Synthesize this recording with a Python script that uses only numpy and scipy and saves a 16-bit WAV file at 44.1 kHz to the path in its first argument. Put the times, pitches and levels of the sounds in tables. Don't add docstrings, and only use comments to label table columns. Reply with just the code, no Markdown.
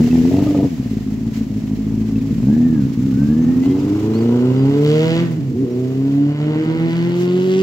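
import sys
import numpy as np
from scipy import signal
from scipy.fft import rfft, irfft, next_fast_len
from scipy.io import wavfile
from scipy.ndimage import uniform_filter1d, map_coordinates

SR = 44100
rng = np.random.default_rng(int(sys.argv[2]) if len(sys.argv) > 2 else 0)


def transcribe(signal):
    frames = np.atleast_2d(signal).T
    limited = np.clip(frames, -1, 1)
    pcm = np.round(limited * 32767).astype(np.int16)
    wavfile.write(sys.argv[1], SR, pcm)


def linear_from_db(decibels):
    return 10 ** (np.asarray(decibels, float) / 20)


N = 336042
MIDDLE_HZ = 125.6


def unit(x):
    return x / np.sqrt(np.mean(x ** 2) + 1e-20)


def along(points, hz):
    f, value = np.transpose(points)
    return np.interp(np.log(hz + 1), np.log(f + 1), value)


def curves(rows):
    s, *columns = np.transpose(rows)
    return [np.interp(np.arange(N) / SR, s, column) for column in columns]


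def wobble(rate):
    knots = rng.standard_normal(int(N * rate / SR) + 4)
    return map_coordinates(knots, [np.arange(N) * rate / SR])


def swells(rows, roundness=1):
    out = np.zeros(N)
    for s, length, size in rows:
        at = np.arange(max(int(s * SR) + 1, 0), min(int((s + length) * SR), N))
        out[at] += size * np.abs(np.sin(np.pi * (at / SR - s) / length)) ** roundness
    return out


def level_swells(rows, roundness):
    return swells([(s, length, linear_from_db(db)) for s, length, db in rows], roundness)


def causal(spectrum, size):
    cepstrum = irfft(np.log(linear_from_db(along(spectrum, np.fft.rfftfreq(size, 1 / SR))) + 1e-6), size)
    cepstrum[1:size // 2] *= 2
    cepstrum[size // 2 + 1:] = 0
    return np.exp(rfft(cepstrum))


def coloured(x, spectrum):
    m = 2 * next_fast_len(N // 2 + 8192)
    return unit(irfft(rfft(x, m) * causal(spectrum, m), m)[..., :N])


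def steady(x, span_s=0.17):
    return x / np.sqrt(np.abs(uniform_filter1d(x ** 2, int(span_s * SR))) + 1e-12)


# start_s, firings_hz
SPEED = [(0, 77.45), (.08, 82), (.23, 83.17), (.42, 99.74), (.66, 94.9), (.78, 67.36), (.93, 53.34),
         (1.3, 55.44), (2.93, 54.37), (3.14, 65.28), (4.55, 130.9), (5.22, 170.5), (5.29, 166),
         (5.44, 137.3), (5.54, 110.7), (5.67, 121.2), (6.1, 139), (7.62, 191.1)]
# start_s, length_s, extra_hz
SURGES = [
    (2.39, 0.51, 27.5),
    (2.96, 0.16, 6.4),
    (3.1, .5, 2.5),
    (5.53, .13, 18),
]


def crank():
    hz = curves(SPEED)[0] + swells(SURGES)
    return hz, np.cumsum(hz * (1 + .002 * wobble(20))) / SR


# start_s, throttle (0-1), pulse_db, orders_over_two_db, gas_db, unlike_cylinders_db
EFFORT = [(0, 0.56, -16, 0, -44.5, -16), (.25, 0.97, -13, -3.5, -49, -12),
          (.33, 0.5, -14.5, -1, -30.5, -3.5), (.655, 0.6, -16.5, 7.5, -37.5, -2.5),
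          (.675, 0, -19, -4, -46.5, -10), (2.38, 0, -15.5, 2, -45, -4.5), (2.5, 0.29, -20.5, 4, -47, -30.5),
          (2.75, 0.14, -19, 1, -44, -17.5), (2.92, 0, -27.5, 2, -47.5, -10),
          (3.08, 0, -22.5, 1.5, -45, -11.5), (3.62, 0.24, -18.5, 4, -38, -8),
          (4.3, 0.94, -19.5, -1, -33, -3), (5.22, 0.6, -11.5, 5.5, -31, -16),
          (5.31, 0.49, -20.5, -6, -44, -3.5), (5.52, 0.07, -23.5, 2, -49, 1),
          (5.7, 0.92, -25.5, 5, -43.5, -1.5), (6.5, 0.76, -14.5, -10.5, -34, -16),
          (7.62, 1, -13.5, -7.5, -34.5, -11)]


# start_s, length_s, pitch_hz, level_db
LINE_SWELLS = [(.1, 0.91, 228, -5.5), (.25, 1, 350, -13), (3.5, 0.7, 209, -8), (3.76, 0.5, 322, 5),
                (4.52, 0.3, 560, -11), (4.83, 0.38, 300, -0.5), (5.9, 0.55, 280, 5), (6.03, 0.44, 410, -7.5),
                (6.26, 0.49, 380, 6), (4.15, .45, 500, 5), (4.8, 0.5, 655, 15), (5.62, 0.45, 640, 12),
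                (6.45, 0.45, 330, 4), (6.95, 0.39, 160, 4), (2.55, .3, 210, 2), (5.28, 0.26, 243, -10),
                (3.2, .6, 465, -7), (6.8, .72, 566, -7), (.72, .16, 125, -5.5), (2.856, 0.35, 293, 5),
                (6.2, 0.55, 600, 19), (6.66, 0.45, 665, 18), (6.45, .38, 480, 5), (4.22, .36, 625, 6),
                (3.22, .2, 290, -4), (2.55, .3, 270, 3), (5.38, .16, 132, -6), (5.52, .13, 385, 7),
                (5.5, .09, 230, -7), (6.82, .3, 500, -7), (7.3, .25, 360, -2), (4.72, .4, 430, 2),
                (6.85, .22, 830, 5), (0, .3, 245, 3), (.27, .22, 290, 4), (0, .5, 170, -3), (5.08, .18, 340, 3),
                (5.27, .14, 150, 4), (5.58, .07, 270, 4), (5.1, .2, 505, -4), (3.2, .35, 340, 2),
                (.47, .2, 295, -3), (6.85, .85, 265, -9), (4.1, .16, 340, 3), (7.2, .3, 725, 6),
                (3.9, .35, 440, 3), (6.05, .27, 275, 2), (6.9, .2, 170, 2), (6.1, .25, 700, -6),
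                (6.3, .16, 295, -7), (6.49, .06, 305, -9), (6.63, .045, 315, -8), (6.705, .04, 320, -6),
               (6.765, .05, 325, -7), (6.92, .06, 335, -4), (6.58, .085, 155, -9), (6.725, .07, 160, -7),
               (6.86, .065, 165, -5), (6.35, .06, 445, -12), (6.465, .03, 455, -6), (6.53, .03, 460, -6),
               (6.65, .045, 475, -12), (6.495, .04, 610, -8), (5.06, .045, 320, -10), (5.655, .05, 125, -9),
               (5.65, .06, 250, -5), (4.23, .1, 345, -3), (5.25, .05, 320, -10), (5.32, .05, 300, -9),
               (5.26, .14, 240, -7), (5.385, .04, 140, -8), (5.24, .08, 490, -8), (5.26, .03, 165, -7)]


def line_swells(hz):
    out = np.zeros(N)
    for s, length, spot_hz, db in LINE_SWELLS:
        at = np.arange(int(s * SR), min(int((s + length) * SR), N))
        nearness = 1 / (1 + ((hz[at] - spot_hz) / 40.7) ** 4)
        out[at] += db * np.sin(np.pi * (at / SR - s) / length) * nearness
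    return out


def chamber(x, lead=True):
    delay_s, echo = .0055, -.17
    taps = np.zeros(int(delay_s * SR) + 1)
    taps[[0, -1]] = 1, echo
    before = 2000 * lead
    return signal.lfilter(taps[::-1], taps, np.pad(x, (before, 0), "reflect"))[before:]


# order, level_db
PATTERN = [(.5, -31.5), (.75, 0), (1.25, -6), (1.5, 0), (1.75, -14.5), (2.25, -5.5), (2.5, -4),
           (2.749, -0.5), (3.251, -4), (3.497, -0.5), (3.75, 2.5), (4.5, 0), (5.501, -14.5)]
ORDER_DB = [0, 0, 0, -1]
# pitch_hz, level_db
PIPE = [(20, -47.5), (50, -12), (90, -15.5), (130, 1), (175, -11.5), (250, 2), (320, -7.5), (400, -6),
        (470, -9.5), (560, -33.5), (900, -48), (2000, -66.5), (8000, -83.5), (20000, -120)]
# pitch_hz, level_db
SHUT = [(300, 1.5), (380, -15), (470, -11.5), (560, -12.5), (900, -13.5)]
# pitch_hz, width_hz, level_db
LENGTHS = [(198.4, 40, 4.5), (370.8, 20, 6), (405, 20, -1.5), (469, 53, 5), (549, 34, -5.5),
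           (627, 82, 13.5), (805, 79, -5)]
# start_s, length_s, level_db
STUMBLES = [(.73, 0.05, -14.5), (.083, 0.018, -7), (.152, 0.011, -9), (.27, 0.019, 1.5), (.35, 0.014, -1),
            (.438, 0.027, -5.5), (.52, 0.025, -9.5), (.603, 0.016, -4.5), (.66, 0.083, -9), (2.41, .07, -4),
            (2.74, 0.034, -3), (4.55, 0.42, 0.5), (5.585, 0.075, 5.5), (5.65, 0.065, 1.5),
            (6.31, 0.038, -2.5), (2.42, 0.036, -2.5)]
# start_s, length_s, level_db
HANDOVER = [
    (.775, 1.65, -21),
]
# start_s, length_s, extra_scatter
RAGGED = [
    (.25, .6, 3),
    (3.1, 1.4, 1.5),
    (5.24, .42, 9),
]


def exhaust(turn, hz, chance):
    throttle, pulse_db, over_db, _, unlike_db = curves(EFFORT)
    throttle = np.clip(throttle, 0, 1)
    pulse_db = pulse_db + swells(STUMBLES) + swells(HANDOVER, 1 / 8)
    scatter = 3 - 1.5 * throttle + swells(RAGGED, .5)
    grid_hz = np.fft.rfftfreq(8192, 1 / SR)
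    lag = np.unwrap(np.angle(causal(PIPE, size=8192)))
    scale_hz = np.arange(2500)
    standing_db = sum(db * np.exp(-((scale_hz - f) / width) ** 2) for f, width, db in LENGTHS)

    def line(k, db):
        drift = .1 * scatter * wobble(28)
        return linear_from_db(db) * np.cos(2 * np.pi * k * turn + np.interp(k * hz, grid_hz, lag) + drift)

    def pipe_db(f):
        return along(PIPE, f) + (1 - throttle) * along(SHUT, f)

    def order_db(k):
        db = line_swells(k * hz) + pulse_db + over_db * (k > 2)
        db = db - 4.5 * throttle * (k > 3)
        return db + pipe_db(k * hz) + np.interp(k * hz, scale_hz, standing_db)

    tone = np.zeros(N)
    for k, db in enumerate(ORDER_DB, 1):
        tone += np.sqrt(2) * line(k, db + order_db(k) + np.sqrt(scatter) * wobble(14))
    for k in range(5, 11):
        flicker_db = 3.5 * wobble(5.02)
        tone += line(k, -2 - 3.5 * (k - 5) + order_db(k) + flicker_db)
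    for k, db in PATTERN:
        tone += line(k, pulse_db + unlike_db + line_swells(k * hz) / 2 + db + pipe_db(k * hz))

    weak = .55 - np.clip(chance[:, 0] + .3, 0, 1.8)
    burns = np.diff(np.floor(turn), prepend=0) * weak[turn.astype(int)]
    dull_pipe = [(f, db + along(SHUT, f)) for f, db in PIPE]
    ring = throttle * coloured(burns, PIPE) + (1 - throttle) * coloured(burns, dull_pipe)
    uneven_db = pulse_db - 14 + 8 * (1 - throttle) - 11 * np.log2(hz / MIDDLE_HZ)
    return chamber(-tone - linear_from_db(uneven_db) * steady(ring))


# start_s, firing_number
IDLE = [(.8009, -7), (.8625, -3), (.9161, 0), (.9725, 3), (1.1435, 12), (1.2351, 17), (1.3234, 22),
        (1.4327, 28), (1.5077, 32), (1.6983, 42), (1.8128, 48), (1.8695, 51), (2.1453, 66), (2.385, 79),
        (2.4035, 80)]
TWO_CYCLES = [1, 3, -2.5, 5.5, 2.5, -12.5, 0, 4]
# start_s, level_db
ODD_BURNS = [(.816, -13), (.832, -8.5), (.847, -8.5), (.8625, 16), (.88, -13.5), (.898, -14), (.953, 2.5),
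             (.991, -13.5), (1.01, 13), (1.049, -22.5), (1.107, -1), (1.162, 7), (1.198, -14),
             (1.342, -27.5), (1.488, -12.5), (1.622, -2.5), (1.66, -4), (1.905, 11.5), (1.96, -1.5),
             (2.053, 12.5), (2.108, -3), (2.404, -2), (.801, 2), (.916, 2), (.935, 2.5), (.9725, -1.5),
             (1.088, 2), (1.565, -1.5), (1.735, 2), (1.79, 0), (1.831, -3), (1.85, 3), (1.996, 3.5),
             (2.034, -2.5), (2.145, 4), (2.182, 3), (2.24, -5.5), (2.275, -2.5), (2.31, 1), (2.385, 2.5),
             (1.394, 1), (1.925, 0.5), (2.2, -5), (2.257, -1.5), (2.35, -5.5)]
# start_s, peak_db
IDLE_DB = [(.8, -12.5), (1.7, -13), (1.9, -11), (2.4, -10.5)]
# pitch_hz, level_db
IDLE_PIPE = [(20, -45.5), (52, -11), (90, -14), (122, -3), (170, -12.5), (212, -2.5), (230, -0.5), (243, 4),
             (257, -2.5), (278, -7), (320, -18), (400, -32), (540, -43.5), (3000, -96.5)]
# pitch_hz, level_db_per_hz
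IDLE_GAS = [(250, -40), (330, 2), (380, 1), (460, -4.5), (530, -21), (900, -36), (2000, -120)]


def idle():
    s, number = np.transpose(IDLE)
    every = np.arange(number[0], number[-1] + 1).astype(int)
    at_s = np.interp(every, number, s)
    size_db = np.take(TWO_CYCLES, every, mode="wrap") + np.interp(at_s, *np.transpose(IDLE_DB))
    size_db = size_db + .7 * rng.standard_normal(len(at_s))
    for when, db in ODD_BURNS:
        size_db[np.argmin(np.abs(at_s - when))] += db
    thump = chamber(-irfft(causal(IDLE_PIPE, size=8192)), lead=False)
    burns = np.bincount((at_s * SR).astype(int) - np.argmax(thump), linear_from_db(size_db), N)
    gas_t60_s = 0.15
    decay = linear_from_db(-60 * np.arange(SR // 8) / SR / gas_t60_s)
    puffs = signal.fftconvolve(burns, decay)[:N] * rng.standard_normal(N)
    return signal.fftconvolve(burns, thump / thump.max())[:N] + linear_from_db(-45.5) * coloured(puffs, IDLE_GAS)


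# pitch_hz, level_db_per_hz
ROAR = [(400, -23), (540, 3), (680, -6.5), (850, -4.5), (980, -6.5), (1080, -8), (1260, -9), (1400, -14),
        (1700, -21), (3000, -120)]
RASP = [(900, -120), (1250, -26), (1400, -8), (1510, -3), (1700, -6), (2020, 0), (2250, -5), (2800, -18),
        (3500, -120)]
SIZZLE = [(1500, -120), (2200, -35.5), (2450, -1), (2750, 4), (3100, 1.5), (3700, -3), (4600, -4.5),
          (5200, -11.5), (6300, -17), (7300, -13), (8000, -17), (8600, -43.5), (12000, -120)]
# pitch_hz, level_db_per_hz
BAFFLE = [(450, -60), (570, -14), (660, 0), (760, -12), (1000, -60)]
BARK = [(700, -120), (950, -14), (1080, -8), (1250, 0), (1370, -8), (1500, -2), (1700, -20), (2500, -22),
        (2800, -8), (3100, -26), (4000, -120)]
SHIELD = [(2200, -120), (2800, -20), (3050, -6), (3350, -20), (4200, -16), (4600, 0), (4950, -14),
          (5800, -12), (7200, -16), (8300, -40), (9500, -120)]
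# start_s, length_s, level_db
RATTLES = [
    (-.3, 3.2, 10),
    (.28, .42, 9),
    (5.22, .36, 11),
    (5.55, .8, 12),
]
# start_s, length_s, level_db
CRACKS = [
    (0, 0.3, 11.5),
    (3.63, 0.046, 8),
    (4.83, 0.38, 8),
    (6.35, 0.62, 1),
    (6.88, .2, 3),
    (7.1, .7, 2),
    (7.49, 0.33, 4),
]
# start_s, length_s, level_db
RASPS = [
    (6.29, 0.8, 3.5),
    (6.74, 0.2, 1.5),
    (7.06, 0.89, -3.5),
    (4.95, .33, 1),
]
# start_s, length_s, level_db
BARKS = [
    (3.6, .6, -54),
    (4.2, .62, -48),
    (4.8, .45, -50),
    (6.28, .4, -52),
    (6.6, .68, -50),
]
# start_s, length_s, level_db
RINGS = [
    (4.83, .3, -49.5),
    (5.1, .14, -55),
    (6.88, .19, -56),
    (7.17, .1, -57),
    (7.35, .3, -58),
    (7.495, .25, -49),
]


def jet(turn, chance):
    throttle, _, _, gas_db, _ = curves(EFFORT)
    baffle_db = -12 + swells(RATTLES, .4)
    crack_db = swells(CRACKS, 0.1)
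    octaves = np.log2(curves(SPEED)[0] / MIDDLE_HZ)
    shock_db = -14 + 8 * throttle + crack_db
    roar_db = gas_db + 0.049 * crack_db
    rasp_db = gas_db - 12 + 15.5 * octaves + 0.65 * crack_db + swells(RASPS, 0.41)
    sizzle_db = gas_db - 9.5 + 9.5 * octaves + crack_db
    count = turn.astype(int)
    size = linear_from_db(330 / (np.gradient(turn) * SR) * np.tanh(chance[count, 1]))
    steep = linear_from_db(9 * (count % 2))
    front = np.diff(count, prepend=0) * size

    def puff(depth):
        envelope = 1 - depth + depth * size * np.exp(-3.5 * (turn % 1))
        return envelope * rng.standard_normal(N)

    def layer(noise, fronts, db, tint):
        return steady(coloured(noise, tint)) + linear_from_db(db) * steady(coloured(fronts, tint))

    def rung(rows, tint):
        fronts = np.sign(front) * size ** .5 * steep
        return level_swells(rows, .3) * steady(layer(puff(.9) * steep, fronts, 9, tint))

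    roar = layer(puff(.7), front * steep ** .3, shock_db + 9, ROAR)
    baffle = layer(puff(.7), front, -2, BAFFLE)
    roar = steady(roar) + linear_from_db(baffle_db) * steady(baffle)
    rasp = layer(puff(.8) * steep ** .4, front * steep ** .6, shock_db + 9, RASP)
    sizzle = layer(puff(.85) * steep ** .7, front * steep, shock_db + 4, SIZZLE)
    out = rung(BARKS, BARK) + rung(RINGS, SHIELD)
    for db, x in zip((roar_db, rasp_db, sizzle_db), (roar, rasp, sizzle)):
        out += linear_from_db(db - 4.5) * steady(x)
    return out


# start_s, peak_db
POPS = [(0.074, -22), (0.172, -24), (0.253, -25), (0.311, -18.5), (0.343, -31), (0.365, -22), (0.386, -17),
        (0.426, -23.5), (0.466, -17.5), (0.507, -21.5), (0.547, -13.5), (0.598, -16.5), (0.639, -15.5),
        (0.828, -32), (0.859, -32), (2.484, -31), (2.512, -39.5), (2.564, -26.5), (2.614, -31.5),
        (3.654, -26), (3.751, -27), (3.783, -31), (3.903, -32), (5.556, -31), (5.618, -33)]
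# pitch_hz, level_db, t60_s
POP_MODES = [(553, -2.5, 0.052), (675.4, -3.5, 0.065), (839, -11, .05)]
# start_s, pitch_hz, peak_db
PINGS = [(.393, 1230, -39), (.471, 1220, -31.5), (.551, 1228, -37), (.608, 1225, -45), (.643, 1240, -46),
         (.062, 2760, -40), (.11, 2620, -33.5), (.123, 1980, -39), (.15, 1810, -41), (.197, 1950, -43),
         (.246, 2005, -41), (.272, 2020, -41), (.342, 1990, -43), (.37, 2000, -43), (2.157, 2630, -42.5),
         (2.21, 2440, -46)]


def pops():
    out, t = np.zeros(N), np.arange(SR // 10) / SR

    def ring(hz, db, t60_s, rise_s):
        return linear_from_db(db - 60 * t / t60_s) * (1 - np.exp(-t / rise_s)) * np.sin(2 * np.pi * hz * t)

    for (s, db), luck in zip(POPS, rng.standard_normal((len(POPS), 6))):
        for k, (hz, level, t60_s) in enumerate(POP_MODES):
            mode = ring(hz * (1 + .04 * luck[k]), db + level - 2.5 + 2 * luck[k + 3], t60_s, .001)
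            out[round(s * SR):][:len(t)] += mode
    for s, hz, db in PINGS:
        out[round(s * SR):][:len(t)] += ring(hz, db + 6.0, 0.051, 0.0024)
    return out


# start_s, length_s, level_db
WHINE = [(2.44, .41, -52), (2.48, .06, -53), (2.6, .14, -55), (2.74, .09, -54), (3.0, .15, -54),
         (3.14, .42, -47), (3.16, .17, -52), (3.74, .4, -57)]


def gears(turn):
    load = level_swells(WHINE, .35)
    return load * linear_from_db(3 * wobble(30)) * np.sin(2 * np.pi * 22 * turn + .9 * wobble(90))


# start_s, left_lead_samples, left_over_right_db
LEAD = [(0, 0.75, 1), (2.5, 0.5, 0.3), (3.7, 3.5, -0.5), (5, 7.86, -1), (5.6, 7, -1), (6.3, 7, -0.5),
        (7.62, 10.26, -1)]


def ports(x):
    lead, pan_db = curves(LEAD)
    sides = []
    for side in (.5, -.5):
        shifted = map_coordinates(x, [np.arange(N) + side * lead], mode="nearest")
        sides.append(linear_from_db(side * pan_db) * shifted)
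    return np.array(sides)


# pitch_hz, t60_s
WALLS = [(100, 0.21), (600, 0.77), (3000, 0.32), (10000, 0.048)]


def walls(x):
    hz, t, z = signal.stft(rng.standard_normal((2, SR // 2)), SR, nperseg=256)
    tail = signal.istft(z * linear_from_db(-60 * t / along(WALLS, hz)[:, None]), SR, nperseg=256)[1]
    delayed = np.pad(x, (700, 0))[None]
    return signal.fftconvolve(delayed, tail / np.linalg.norm(tail[0]), axes=1)[:, :N]


# pitch_hz, level_db_per_hz
HISS = [(500, -40.5), (1000, -8), (1300, -7.5), (1900, -1), (2900, -4), (3400, -7), (5800, -7.5),
        (7600, -9.5), (8600, -24.5), (9700, -21), (11200, -16.5), (15800, -16.5)]
# pitch_hz, left_over_right_db
HISS_PAN = [(60, -2.5), (110, 2), (200, -5), (380, -6), (700, -4), (1290, 1.5), (2380, -0.5), (4400, -4.5),
            (8120, 0), (15000, 3)]
# start_s, level_db
BREEZE = [(0, -52), (.5, -54.5), (1.1, -61.5), (2.9, -60), (3.05, -59.5), (4.2, -59), (4.75, -60.5),
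          (4.87, -54.5), (5.2, -58.5), (5.4, -63.5), (6.0, -62), (6.3, -66), (7.62, -58)]
# start_s, length_s, level_db
GUSTS = [(1.32, 0.085, 7.5), (5.3, 0.055, 4), (6.1, 0.11, 3.5), (5.6, 0.45, 1), (7.14, 0.13, 6),
         (3.55, 0.53, 2), (7.3, .25, 0)]
# start_s, peak_db
TICKS = [(0.1354, -38.5), (0.4266, -35.5), (1.14, -39.5), (1.467, -45.5), (1.502, -46), (1.582, -41),
         (1.918, -47.5), (1.731, -45.5), (4.8444, -25.5), (5.3158, -33.5), (7.225, -44)]


def air():
    noise = rng.standard_normal((2, N)) + 0.38 * rng.standard_normal(N)
    m = next_fast_len(N)
    tilt = linear_from_db(np.outer([.5, -.5], along(HISS_PAN, np.fft.rfftfreq(m, 1 / SR))))
    hiss = irfft(rfft(coloured(noise, HISS), m) * tilt, m)[:, :N]
    ticks, t = np.zeros(N), np.arange(400) / SR
    for s, db in TICKS:
        click = np.diff(rng.standard_normal(len(t) + 1))
        ticks[round(s * SR):][:len(t)] += linear_from_db(db - 10.0 - 60 * t / .006) * click
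    rustle_db = .5 * wobble(12) + 1.3 * wobble(90)
    return linear_from_db(curves(BREEZE)[0] + swells(GUSTS) + 14.5 + rustle_db) * hiss + ticks


# start_s, length_s, from_hz, to_hz, level_db
BIRDS = [(2.185, .035, 4100, 3350, -60), (3.4, .06, 5900, 6700, -58), (3.78, .045, 5600, 4300, -57),
         (3.8, .035, 3900, 3200, -58), (4.12, .09, 3750, 5050, -51), (4.2, .025, 4550, 4450, -57),
         (4.55, .1, 4850, 4770, -55), (5.705, .045, 5850, 5300, -61), (5.78, .035, 4000, 2900, -61),
         (3.64, .12, 3200, 3230, -56), (3.71, .04, 6500, 6200, -62), (3.615, .065, 2010, 2070, -50),
         (3.66, .11, 2030, 2080, -52)]


def birds():
    out = np.zeros(N)
    for s, length, from_hz, to_hz, db in BIRDS:
        u = np.linspace(0, 1, int(length * SR))
        phase = 2 * np.pi * np.cumsum(from_hz + (to_hz - from_hz) * u) / SR
        out[int(s * SR):][:len(u)] += linear_from_db(db + 7.0) * np.sin(np.pi * u) * np.sin(phase)
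    return out * linear_from_db(3 * wobble(70))


def scene():
    hz, turn = crank()
    chance = rng.standard_normal((2000, 2))
    boom = exhaust(turn, hz, chance) + idle()
    bright = jet(turn, chance) + gears(turn)
    direct = ports(boom + bright + pops())
    far = walls(linear_from_db(-21.5) * boom + linear_from_db(-7.5) * bright)
    return direct + far + air() + birds()


def top_cut(x):
    return signal.sosfilt(signal.butter(12, 16880, fs=SR, output="sos"), x)


def record(dry):
    soft = dry / (1 + np.abs(dry / .8) ** 4) ** (1 / 4)
    m = next_fast_len(N)
    hz = np.fft.rfftfreq(m, 1 / SR)
    low_hz, top_hz = 38, 15830
    band = (hz < top_hz) * hz ** 4 / (hz ** 4 + low_hz ** 4)
    mix = irfft(rfft(soft, m) * band, m)[:, :N]
    return top_cut(mix)


dry = scene()
out = record(dry)
transcribe(out)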